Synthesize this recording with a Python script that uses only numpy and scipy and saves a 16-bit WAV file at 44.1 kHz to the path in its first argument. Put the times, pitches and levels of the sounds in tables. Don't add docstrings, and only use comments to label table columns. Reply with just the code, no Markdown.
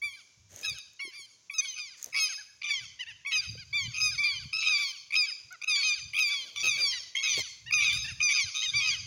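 import sys
import numpy as np
from scipy import signal
from scipy.fft import rfft, irfft, next_fast_len
from scipy.io import wavfile
from scipy.ndimage import uniform_filter1d, map_coordinates

SR = 44100
rng = np.random.default_rng(int(sys.argv[2]) if len(sys.argv) > 2 else 0)


def generate_wav(sig):
    pcm = np.round(np.clip(np.atleast_2d(sig).T, -1, 1) * 32767).astype(np.int16)
    wavfile.write(sys.argv[1], SR, pcm)


def level_to_linear(level):
    exponent = np.asarray(level, float) / 20
    return 10 ** exponent


N = 399546

# [from t/s, to t/s, share of rasp/1]
HOARSE = [(.63, .74, .25), (2.68, 2.75, .35), (5.84, 5.86, .12), (6.55, 6.635, .6), (6.206, 6.24, .25),
          (5.683, 5.72, .25), (6.62, 6.72, .5), (7.15, 7.24, .45), (7.92, 8.003, .45), (8.54, 8.635, .7),
          (4.53, 4.655, .55), (2.99, 3.13, .3), (7.225, 7.43, .42), (7.8, 7.851, .4), (7.853, 7.93, .3),
          (8.29, 8.41, .5), (8.81, 8.9, .3)]
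CROAKS_AFTER_S = .06


def unit(x):
    return x / np.sqrt(np.mean(x ** 2) + 1e-20)


def along(points, hz):
    f, v = np.transpose(points)
    return np.interp(np.log(hz + 1), np.log(f + 1), v)


def wobble(rate, size=N):
    knots = rng.standard_normal(int(size / SR * rate) + 4)
    return map_coordinates(knots, [np.arange(size) * rate / SR])


def rush(spectrum):
    m = next_fast_len(N)
    colour = level_to_linear(along(spectrum, np.fft.rfftfreq(m, 1 / SR)))
    return unit(irfft(rfft(rng.standard_normal(m)) * colour, m)[:N])


def place(out, s, sound):
    out[round(s * SR):][:len(sound)] += sound


def pings(events, cycles, noisy):
    out, t = np.zeros(N + SR), np.arange(SR // 10) / SR
    for s, db, hz in events:
        wave = np.sin(2 * np.pi * hz * t) + noisy * np.diff(rng.standard_normal(len(t) + 1))
        decay = np.exp(-t * hz / cycles) * (1 - np.exp(-t * hz / 0.5))
        place(out, s, level_to_linear(db + 9.5) * wave * decay)
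    return out[:N]


def birds():
    # [t/s, length/s, top f/Hz, end f/Hz, level/dB]
    mellow_notes = [(.016, .144, 1189, 1022, -32.5), (.993, .117, 1135, 1010, -36),
                    (1.13, .13, 1204, 1025, -44), (1.497, .045, 1160, 1112, -34),
                    (1.535, .048, 1316, 1256, -36), (1.605, .145, 1140, 970, -42),
                    (2.14, .15, 1142, 998, -31), (3.248, .142, 1147, 950, -32),
                    (3.727, .148, 1206, 985, -30.5), (4.178, .132, 1189, 954, -28),
                    (4.23, .16, 1216, 994, -26), (4.775, .145, 1190, 1016, -28),
                    (5.755, .145, 1154, 984, -28), (6.29, .16, 1181, 1000, -28.5),
                    (6.775, .155, 1217, 1038, -30), (6.92, .07, 1030, 925, -34),
                    (8.735, .165, 1201, 935, -25.5)]
    # [rasp at the start/s, fade halfway/dB, beak/dB]
    mellow_voices = [(0, -13, -9), (.014, -6, -10), (0, .6, .6), (.015, -8, -9), (0, -2.5, 3),
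                     (0, -3, -5.5), (.025, -7, -6.5), (.025, -8, -8.5), (0, -1.5, -3), (0, -12, -9.5),
                     (0, -6, -8), (0, -3, -2.5), (0, -8, .3), (0, -7, -5.5), (0, 4, -1.5), (0, -3, 1.5),
                     (0, -7, -8)]
    # [t/s, length/s, top f/Hz, end f/Hz, level/dB]
    harsh_notes = [(.65, .09, 1310, 1110, -31), (1.585, .025, 1256, 1214, -26),
                   (1.802, .098, 1232, 996, -42), (2.2, .085, 1287, 1199, -26),
                   (2.675, .125, 1200, 993, -31), (3.333, .075, 1283, 1172, -26),
                   (4.02, .09, 1264, 1184, -25), (4.652, .038, 1314, 1218, -27),
                   (4.7, .078, 1283, 1140, -26.5), (5.17, .09, 1278, 1129, -25),
                   (5.682, .09, 1292, 1150, -25), (5.85, .1, 1280, 1172, -27),
                   (6.205, .09, 1283, 1140, -26), (6.6, .03, 1157, 1160, -28),
                   (6.688, .082, 1259, 1104, -27), (7.22, .012, 1100, 1120, -29),
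                   (7.24, .18, 1295, 1030, -26.5), (7.745, .105, 1258, 1120, -25.5),
                   (7.852, .07, 1280, 1140, -27), (8.0, .075, 1274, 1140, -33),
                   (8.232, .098, 1243, 1123, -26), (8.37, .08, 1249, 1012, -26),
                   (8.63, .08, 1265, 1200, -30), (8.87, .05, 1285, 1128, -26.5)]
    # [length/s, start f/Hz, start level/dB, beak/dB, share of the fall done halfway/1]
    run_ups = [(.025, 1204, -45, 2.5, .3), (.004, 1256, -28, 3, .5), (.05, 1247, -50, -2, .3),
               (.077, 1274, -43, 3, .14), (.06, 1165, -35.5, -2.5, .38), (.022, 1284, -38, 4, .24),
               (.084, 1248, -38, -1, .19), (.125, 1281, -30, 3, .5), (.08, 1199, -35, -6, .62),
               (.065, 1100, -41, 1.5, .37), (.067, 1182, -36, 2, .62), (.024, 1160, -29, .3, .5),
               (.074, 1150, -41, .6, .61), (.043, 1156, -34, 3, .5), (.058, 1293, -30, 1.5, .64),
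               (.068, 1060, -27, -1, .5), (.014, 1270, -34, -.6, .42), (.04, 1200, -32, -7, .55),
               (.055, 1215, -34, -1.5, .5), (.08, 1175, -27, 3, .12), (.033, 1200, -33, -2.5, .5),
               (.07, 1200, -35, 2, .55), (.088, 1234, -32.5, 3, .28), (.07, 1209, -31, -4, .4)]
    # [at the top/dB, halfway/dB, at the end/dB]
    swells = [(-2.5, 0.0, -15.0), (-2.5, -1.0, -8.0), (6.0, -2.0, -6.5), (-1.0, 2.0, -12.0),
              (-4.5, 0.0, -9.0), (-1.5, -1.5, -4.0), (-3.5, 0.5, -10.5), (-3.5, 0.5, -3.5),
              (0.0, 1.0, -2.0), (-1.0, -2.5, -11.0), (-2.5, -0.5, -2.0), (-1.0, 1.0, -3.0),
              (0.0, -2.5, -6.0), (-4.5, -1.5, -7.5), (1.5, -4.0, -7.0), (-7.5, -8.0, -13.5),
              (-2.5, -3.5, -6.0), (0.0, -1.5, -4.5), (-1.5, 1.0, -4.0), (-4.0, -3.0, -14.0),
              (0.0, -0.5, -2.5), (0.5, -2.5, -8.0), (-4.0, -4.5, -4.0), (-2.5, 0.5, -7.0)]
    # [t/s, length/s, top f/Hz, level/dB, beak/dB]
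    chirps = [(2.375, .045, 876, -47, -24), (2.99, .05, 1040, -36, -3), (3.062, .06, 965, -43, -8),
              (3.315, .055, 1070, -35, 0), (3.572, .065, 830, -43, -5.5), (5.505, .055, 767, -46, -28),
              (7.235, .115, 1160, -34, 0), (7.83, .1, 1210, -34, 1.5), (7.66, .06, 984, -41.5, -6.5),
              (8.04, .03, 927, -36, -6), (8.07, .045, 958, -38, -6), (8.62, .05, 1095, -31, 1.5),
              (8.9, .06, 1137, -30, 4)]
    # [overtone 2/dB, 3/dB, 4/dB, 5/dB, 8 and up/dB]
    mellow_tints = [(3.0, 2.0, 3.0, 1.0, 8.0), (0.0, -1.0, 2.0, 9.0, 1.0), (-2.0, -3.0, -3.0, 0.0, 10.0),
                    (-7.0, 0.0, -1.0, 6.0, 10.0), (-5.0, 0.0, 3.0, -6.0, 10.0),
                    (1.0, 6.0, 4.0, 0.0, 10.0), (2.0, 1.0, 3.0, 1.0, -4.0), (-2.0, -3.0, -1.0, 3.0, -2.0),
                    (4.0, 2.0, 2.0, -5.0, -5.0), (2.0, 1.0, 6.0, -1.0, -4.0),
                    (0.0, 1.0, 3.0, -10.0, -8.0), (-2.0, -2.0, 3.0, -2.0, 3.0),
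                    (-4.0, 2.0, 6.0, -3.0, -3.0), (-2.0, 5.0, 0.0, 0.0, -3.0),
                    (-1.0, -2.0, 4.0, 1.0, 0.0), (3.0, -7.0, 5.0, -8.0, -4.0),
                    (-1.0, 4.0, 4.0, 5.0, -5.0)]
    harsh_tints = [(-1.0, 1.0, 1.0, -5.0, 5.0), (2.0, -2.0, 0.0, 9.0, -1.0), (0.0, -7.0, 6.0, -1.0, -4.0),
                   (-4.0, -10.0, 4.0, -1.0, 8.0), (0.0, 3.0, -2.0, 0.0, -10.0),
                   (3.0, -4.0, 2.0, -4.0, 1.0), (-1.0, -6.0, 5.0, 0.0, 3.0),
                   (-1.0, -5.0, 3.0, -8.0, -4.0), (0.0, 0.0, 3.0, -2.0, -10.0),
                   (4.0, -2.0, 4.0, -4.0, 1.0), (1.0, -1.0, -1.0, -3.0, -1.0),
                   (2.0, -5.0, -1.0, 0.0, -4.0), (4.0, -3.0, 1.0, -5.0, 7.0),
                   (-6.0, 1.0, -2.0, 4.0, -2.0), (1.0, 0.0, 2.0, 2.0, 2.0), (0.0, 3.0, -4.0, -6.0, -2.0),
                   (-1.0, 3.0, 1.0, 4.0, 1.0), (1.0, -1.0, -1.0, 5.0, 3.0), (3.0, 3.0, -5.0, -4.0, -3.0),
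                   (-3.0, 4.0, 1.0, -2.0, 8.0), (3.0, -5.0, -2.0, 5.0, -2.0),
                   (3.0, -1.0, -2.0, 4.0, -5.0), (-4.0, 5.0, -4.0, 4.0, 2.0),
                   (0.0, -4.0, 4.0, -2.0, -10.0)]
    chirp_tint = (2, 2, -5, -7, -9)

    songs = [mellow(*pair) for pair in zip(mellow_notes, mellow_voices)]
    songs += [harsh(*parts) for parts in zip(harsh_notes, run_ups, swells)]
    songs += [chirp(*row) for row in chirps]
    tints = [*mellow_tints, *harsh_tints] + [chirp_tint] * len(chirps)
    out = np.zeros(N + SR)
    for n, ((rows, *voice), tint) in enumerate(zip(songs, tints)):
        place(out, rows[0][0], call(rows, *voice, tint, soft=n < len(mellow_notes)))
    return out[:N] + clucks() + pips()


def harsh(note, run_up, swell):
    s, length, top, end, db = note
    lead, from_hz, from_db, beak_db, bend = run_up
    rows = [(s - lead, from_hz, from_db),
            (s, top, db + swell[0]),
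            (s + length / 2, top - bend * (top - end), db + swell[1]),
            (s + length, end, db + swell[2])]
    strained = any(start < s < stop for start, stop, _ in HOARSE)
    croak_db = -19 - 60 * (lead + length < CROAKS_AFTER_S)
    return rows, s - strained * (lead - .012), beak_db, croak_db


def mellow(note, voice):
    s, length, top, end, db = note
    rasp, half_db, beak_db = voice
    fade_db_per_s = 130
    peak = s + min(.03, length / 4)
    half = (peak + s + length) / 2
    rows = [(s, .925 * top, db - 5),
            (peak, top, db),
            (half, top - .5 * (top - end), db + half_db),
            (s + length, end, db + half_db - fade_db_per_s * (half - peak))]
    return rows, s + rasp, beak_db, -23 - 60 * (length < CROAKS_AFTER_S)


def chirp(s, length, top, db, beak_db):
    rows = [(s, .88 * top, db - 5), (s + .43 * length, top, db), (s + length, .83 * top, db - 6)]
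    return rows, s, beak_db, -27


def call(rows, rasp_end, bright_db, croak_db, tint, soft):
    # [from t/s, to t/s]
    catches = [(2.623, 2.633), (5.113, 5.124), (5.625, 5.637), (5.645, 5.675), (7.16, 7.167),
               (7.713, 7.722)]
    s, hz, db = np.transpose(rows)
    age = np.arange(int((s[-1] - s[0] + .09) * SR)) / SR
    t = s[0] + age
    after = t - s[-1]

    rasp = np.clip((rasp_end - t) / .006, .03, 1)
    for start, end, share in HOARSE:
        inside = np.minimum(t - start, end - t)
        rasp = np.maximum(rasp, share * np.clip(inside / .008 + .5, 0, 1))

    slap_hz = 100 * level_to_linear(5 * np.clip(wobble(70, size=len(t)), -2, 2))
    beat = 2 * np.pi * np.cumsum(slap_hz) / SR
    jitter = wobble(500, size=len(t))
    jitter = jitter - uniform_filter1d(jitter, size=500)
    swing = .013 * np.sin(beat + 2.2) + .034 * jitter
    glide = uniform_filter1d(np.interp(t, s, hz), size=700, mode="nearest")
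    pitch = glide * (1 + rasp * swing + 0.0018 * wobble(60, size=len(t)))

    level = level_to_linear(np.interp(t, s, db)) * (1 + .55 * np.sqrt(rasp) * np.sin(beat + 1))
    level = level * level_to_linear(1.3 * rasp * wobble(250, size=len(t)))
    for start, end in catches:
        level = level * np.clip(np.maximum(start - t, t - end) / .002 + 1, .08, 1)
    level = level * np.clip(age / .005, 0, 1) * np.clip(-after / .006 + .5, 0, 1)

    halves = .55 * (rasp - .03) * np.clip(wobble(60, size=len(t)) + .3, 0, 1)
    beak_db = bright_db - rasp * (5 + 10 * np.exp(-age / .03)) - soft * 9 * np.exp(-age / .03)
    wane_db = -soft * np.clip(190 * (age - .06), 0, 9)
    voice = syrinx(pitch, beak_db, turning_db=5, halves=halves, tint=tint, wane_db=wane_db)

    tail = after[after > 0]
    drop = level_to_linear(db.max() + croak_db) * croak(tail, 830, 0.068)
    return level * voice + np.pad(drop, (len(t) - len(tail), 0))


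def syrinx(pitch, bright_db, turning_db, halves=0, tint=(0, 0, 0, 0, 0), wane_db=0):
    # [f/Hz, level/dB]
    throat = [(700, -38), (1200, -26), (1600, -13), (2350, -3), (2900, 0), (3500, -7), (4900, -3.5),
              (5600, -14.5), (6300, -6.5), (7300, -25), (8200, -45), (9800, -26), (12300, -52),
              (15000, -39)]
    k = np.r_[1:18, 2.5:7][:, None]

    def slow(x):
        return np.broadcast_to(x, pitch.shape)[::8]

    hz, bright_db = k * slow(pitch), slow(bright_db)
    treble = np.clip((9500 - hz) / 2000, .25 + .75 * (bright_db < -22), 1)
    upper = np.clip((k - 2) * .75, 0, 1) * treble
    turn = np.array([wobble(35 * 8, size=hz.shape[1]) for _ in k]) * np.clip((k - 1.5) / 2, .25, 1)
    gain = level_to_linear(along(throat, hz) + bright_db * upper + turning_db * turn)
    gain = gain * np.where(k % 1 > 0, slow(halves), 1)
    gain = gain / np.sqrt(np.sum(gain ** 2, axis=0) / 2)
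    gain = np.repeat(gain, 8, axis=1)[:, :len(pitch)]
    tint_db = np.interp(k, [1, 2, 3, 4, 5, 6, 8], [0, *tint[:4], 0, tint[4]])
    gain = gain * level_to_linear(.85 * tint_db)
    gain = gain * np.where(k == 2, level_to_linear(wane_db), 1)
    phase = 2 * np.pi * np.cumsum(pitch) / SR
    return np.sum(gain * np.sin(k * phase + k * k * 0.6), axis=0)


def croak(t, hz, length):
    early = np.clip(t, 0, .08)
    sag = hz * (1 - 70 * early ** 2 - early) * (1 + 0.014 * wobble(197.5, size=len(t)))
    envelope = np.clip(t / .008, 0, 1) * np.clip((length - t) / .02, 0, 1)
    return envelope * syrinx(sag, -6 - 150 * t, turning_db=5)


def clucks():
    # [t/s, peak level/dB, second overtone f/Hz]
    cluck_notes = [(0.638, -36.5, 1725), (1.125, -54, 1820), (1.6, -50, 1740), (1.6427, -43.5, 1600),
                   (1.7744, -43.5, 1517), (2.1565, -53, 1770), (2.6898, -41.5, 1827), (.99, -42, 2850),
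                   (2.703, -29, 2390), (4.232, -29, 2460), (7.722, -28, 2500), (3.3119, -39, 1960),
                   (5.743, -45, 1990), (6.9192, -36, 1980), (7.2479, -47, 2040), (7.7775, -37.5, 1925),
                   (8.283, -40, 2095)]
    out, t = np.zeros(N + SR), np.arange(SR // 16) / SR
    for s, db, hz in cluck_notes:
        place(out, s, level_to_linear(db) * croak(t, hz / 2, 0.032))
    return out[:N]


def pips():
    # [t/s, peak level/dB, f/Hz]
    pulses = [(1.496, -30, 2450), (1.645, -33, 2280), (1.654, -33, 3350), (2.126, -36, 2250),
              (2.704, -23, 2390), (3.262, -28, 2500), (4.233, -25, 2420), (6.134, -34, 2150),
              (6.147, -29, 3200), (6.166, -27, 3350), (6.765, -27, 2300), (7.149, -27, 2080),
              (8.367, -24, 2500), (8.688, -24, 3650), (8.696, -24, 3600)]
    out, t = np.zeros(N + SR), np.arange(SR // 16) / SR
    hump = np.sin(np.pi * np.clip(t / .009, 0, 1)) ** 2
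    for s, db, hz in pulses:
        place(out, s, level_to_linear(db) * hump * np.sin(2 * np.pi * hz * t))
    return out[:N]


def field(x, delay, near_db):
    # [f/Hz, decay by 60 dB/s]
    tree_line = [(1000, 0.3), (2400, 0.25), (4500, 0.34), (7000, 0.36), (12000, 0.25)]
    hz, t, z = signal.stft(rng.standard_normal(SR), SR, nperseg=256)
    rise = np.where(t < delay, level_to_linear(near_db), 1)
    trees = level_to_linear(-60 * t / along(tree_line, hz)[:, None])
    slopes = level_to_linear(-25 - 60 * t / 1.0)
    tail = signal.istft(z * rise * (trees + slopes), SR, nperseg=256)[1]
    return signal.fftconvolve(x, tail / np.linalg.norm(tail))[:N]


def wind():
    # [f/Hz, level/dB per Hz]
    buffet = [(25, -50), (45, -17), (65, -3), (110, 0.5), (145, -5.5), (200, -17.5), (320, -31.5),
              (500, -52.5)]
    # [peak t/s, peak level/dB, time to rise 20 dB/s, time to sink 20 dB/s]
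    gusts = [(.07, -60, .15, .12), (.39, -57.5, .09, .6), (.72, -55.5, .13, .18), (2.18, -61, .2, .15),
             (2.54, -71, .6, .33), (2.84, -59, .1, .2), (3.13, -62, .13, .1), (3.49, -52.5, .2, .6),
             (3.3, -60, .08, .08), (3.89, -47.5, .6, .67), (4.47, -44, .23, .07), (4.61, -54, .14, .17),
             (5.48, -69, .3, .15), (6.09, -55, .25, .13), (6.67, -51, .11, .39), (7.42, -49, .145, .11),
             (7.99, -40, .38, .3), (8.13, -44.5, .3, .17), (8.47, -51.5, .05, .065), (8.76, -42, .08, .5)]
    # [t/s, peak level/dB, f/Hz]
    thumps = [
        (3.879, -36, 119),
        (4.456, -40.5, 138),
        (7.96, -40, 135),
        (8.119, -39, 96.9),
        (8.443, -44.5, 93),
        (8.748, -41, 116),
        (8.928, -56, 72.7),
    ]
    lumps = unit(level_to_linear(4.5 * wobble(18)) * rush(buffet))
    t, strength_db = np.arange(N) / SR, np.full(N, -79.0)
    for s, db, rise, sink in gusts:
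        gust_db = db - 20 * np.maximum((s - t) / rise, (t - s) / sink)
        strength_db = np.maximum(strength_db, gust_db)
    return level_to_linear(strength_db - 2) * lumps + pings(thumps, cycles=0.97, noisy=0)


def hand():
    # [t/s, length/s, fizz level/dB, scuff level/dB]
    rustle = [
        (0.486, 0.3, -51, -61),
        (1.954, 0.19, -54, -75),
        (2.039, 0.069, -68, -61.5),
        (6.35, 0.25, -84, -66),
        (6.623, 0.062, -45, -47.5),
        (6.758, 0.13, -49, -52),
        (6.955, 0.2, -85.5, -70),
        (7.18, 0.065, -85, -65),
        (7.29, 0.054, -80, -59),
        (7.367, 0.044, -45, -47),
    ]
    # [f/Hz, level/dB per Hz]
    fizz_colour = [(530, -52), (900, -27), (1830, -12), (2460, -17), (3890, -17), (5310, -18), (6430, -3),
                   (7790, -21), (15800, -33)]
    scuff_colour = [(120, -16), (250, -9.5), (600, -4), (1000, -18), (2000, -25)]
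    # [t/s, peak level/dB, f/Hz]
    ticks = [(0.5616, -38, 6360), (0.5916, -54, 7060), (0.5916, -45, 6500), (0.613, -42, 6300),
             (0.658, -42, 6440), (0.6968, -36, 6460), (0.7856, -41, 6500), (0.9338, -58, 6600),
             (1.0554, -56, 6180), (2.0278, -31, 6700), (2.0434, -30, 6140), (2.0604, -39, 6050),
             (5.5264, -44, 6360)]
    # [t/s, peak level/dB, f/Hz]
    knocks = [
        (0.57, -52.5, 590),
        (1.05, -53, 348),
        (1.076, -49.5, 366),
        (1.192, -66, 377),
        (3.553, -51, 487),
        (5.868, -66, 473),
        (7.377, -38.5, 440),
    ]
    t = np.arange(N) / SR
    strokes = [np.sin(np.pi * np.clip((t - s) / length, 0, 1) ** .8) for s, length, *_ in rustle]
    fizz_gain, scuff_gain = level_to_linear(np.array(rustle)[:, 2:]).T @ np.abs(strokes)
    fizz = fizz_gain * unit(level_to_linear(2.5 * wobble(200)) * rush(fizz_colour))
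    scuff = scuff_gain * unit(level_to_linear(2.6 * wobble(60)) * rush(scuff_colour))
    return fizz + scuff + pings(ticks, cycles=7, noisy=.25) + pings(knocks, cycles=1.8, noisy=0)


def motor():
    # [t/s, firing f/Hz]
    revs = [(0, 105), (.65, 125), (1.1, 119), (1.5, 106), (1.8, 120), (2.2, 130), (2.45, 103), (2.75, 116),
            (3.3, 124), (3.5, 114), (4.4, 127), (4.85, 112), (5.1, 122), (6.3, 122), (7, 116), (7.2, 125),
            (7.5, 115), (9.06, 122)]
    # [multiple of the firing rate/1, level/dB]
    exhaust = [(1, 3), (8, 0), (9, -1), (10, -5), (11, -7)]
    s, firing_hz = np.transpose(revs)
    hz = np.interp(np.arange(N) / SR, s, firing_hz)
    idle_hz, idle_db, db_per_hz = 104, -92, .33
    db = idle_db + db_per_hz * (hz - idle_hz)
    turn = 2 * np.pi * np.cumsum(hz * (1 + 0.0031 * wobble(11))) / SR
    tones = sum(level_to_linear(level + 4 * wobble(5)) * np.sin(k * turn) for k, level in exhaust)
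    return level_to_linear(db - 1) * tones


def country_hiss(flock):
    # [f/Hz, level/dB per Hz]
    hiss_colour = [(40, -27), (100, -14), (314, -16), (600, -19), (800, -22), (1120, -19), (1900, -21),
                   (2800, -16), (4500, -14), (6400, -5), (7400, -16), (8200, -34), (9700, -28),
                   (12000, -43), (15800, -35)]
    hiss = level_to_linear(-65.5 + 1.8 * wobble(3.62)) * rush(hiss_colour)
    loud = np.sqrt(np.abs(uniform_filter1d(flock ** 2, size=round(.03 * SR))))
    duck = 1 / (1 + loud / level_to_linear(-36))
    high = irfft(rfft(hiss) * (np.fft.rfftfreq(N, 1 / SR) > 1200), N)
    return hiss - (1 - duck) * high


def scene():
    flock = birds()
    echo = field(flock, delay=.088, near_db=-19)
    return (flock + level_to_linear(-12.5) * echo + wind() + hand() + motor() + country_hiss(flock))[None]


def top_cut(x):
    return signal.sosfilt(signal.butter(12, 16470, fs=SR, output="sos"), x)


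def record(dry):
    heard = irfft(rfft(dry) * (np.fft.rfftfreq(N, 1 / SR) < 15830), N)
    return top_cut(heard)


dry = scene()
out = record(dry)
generate_wav(out)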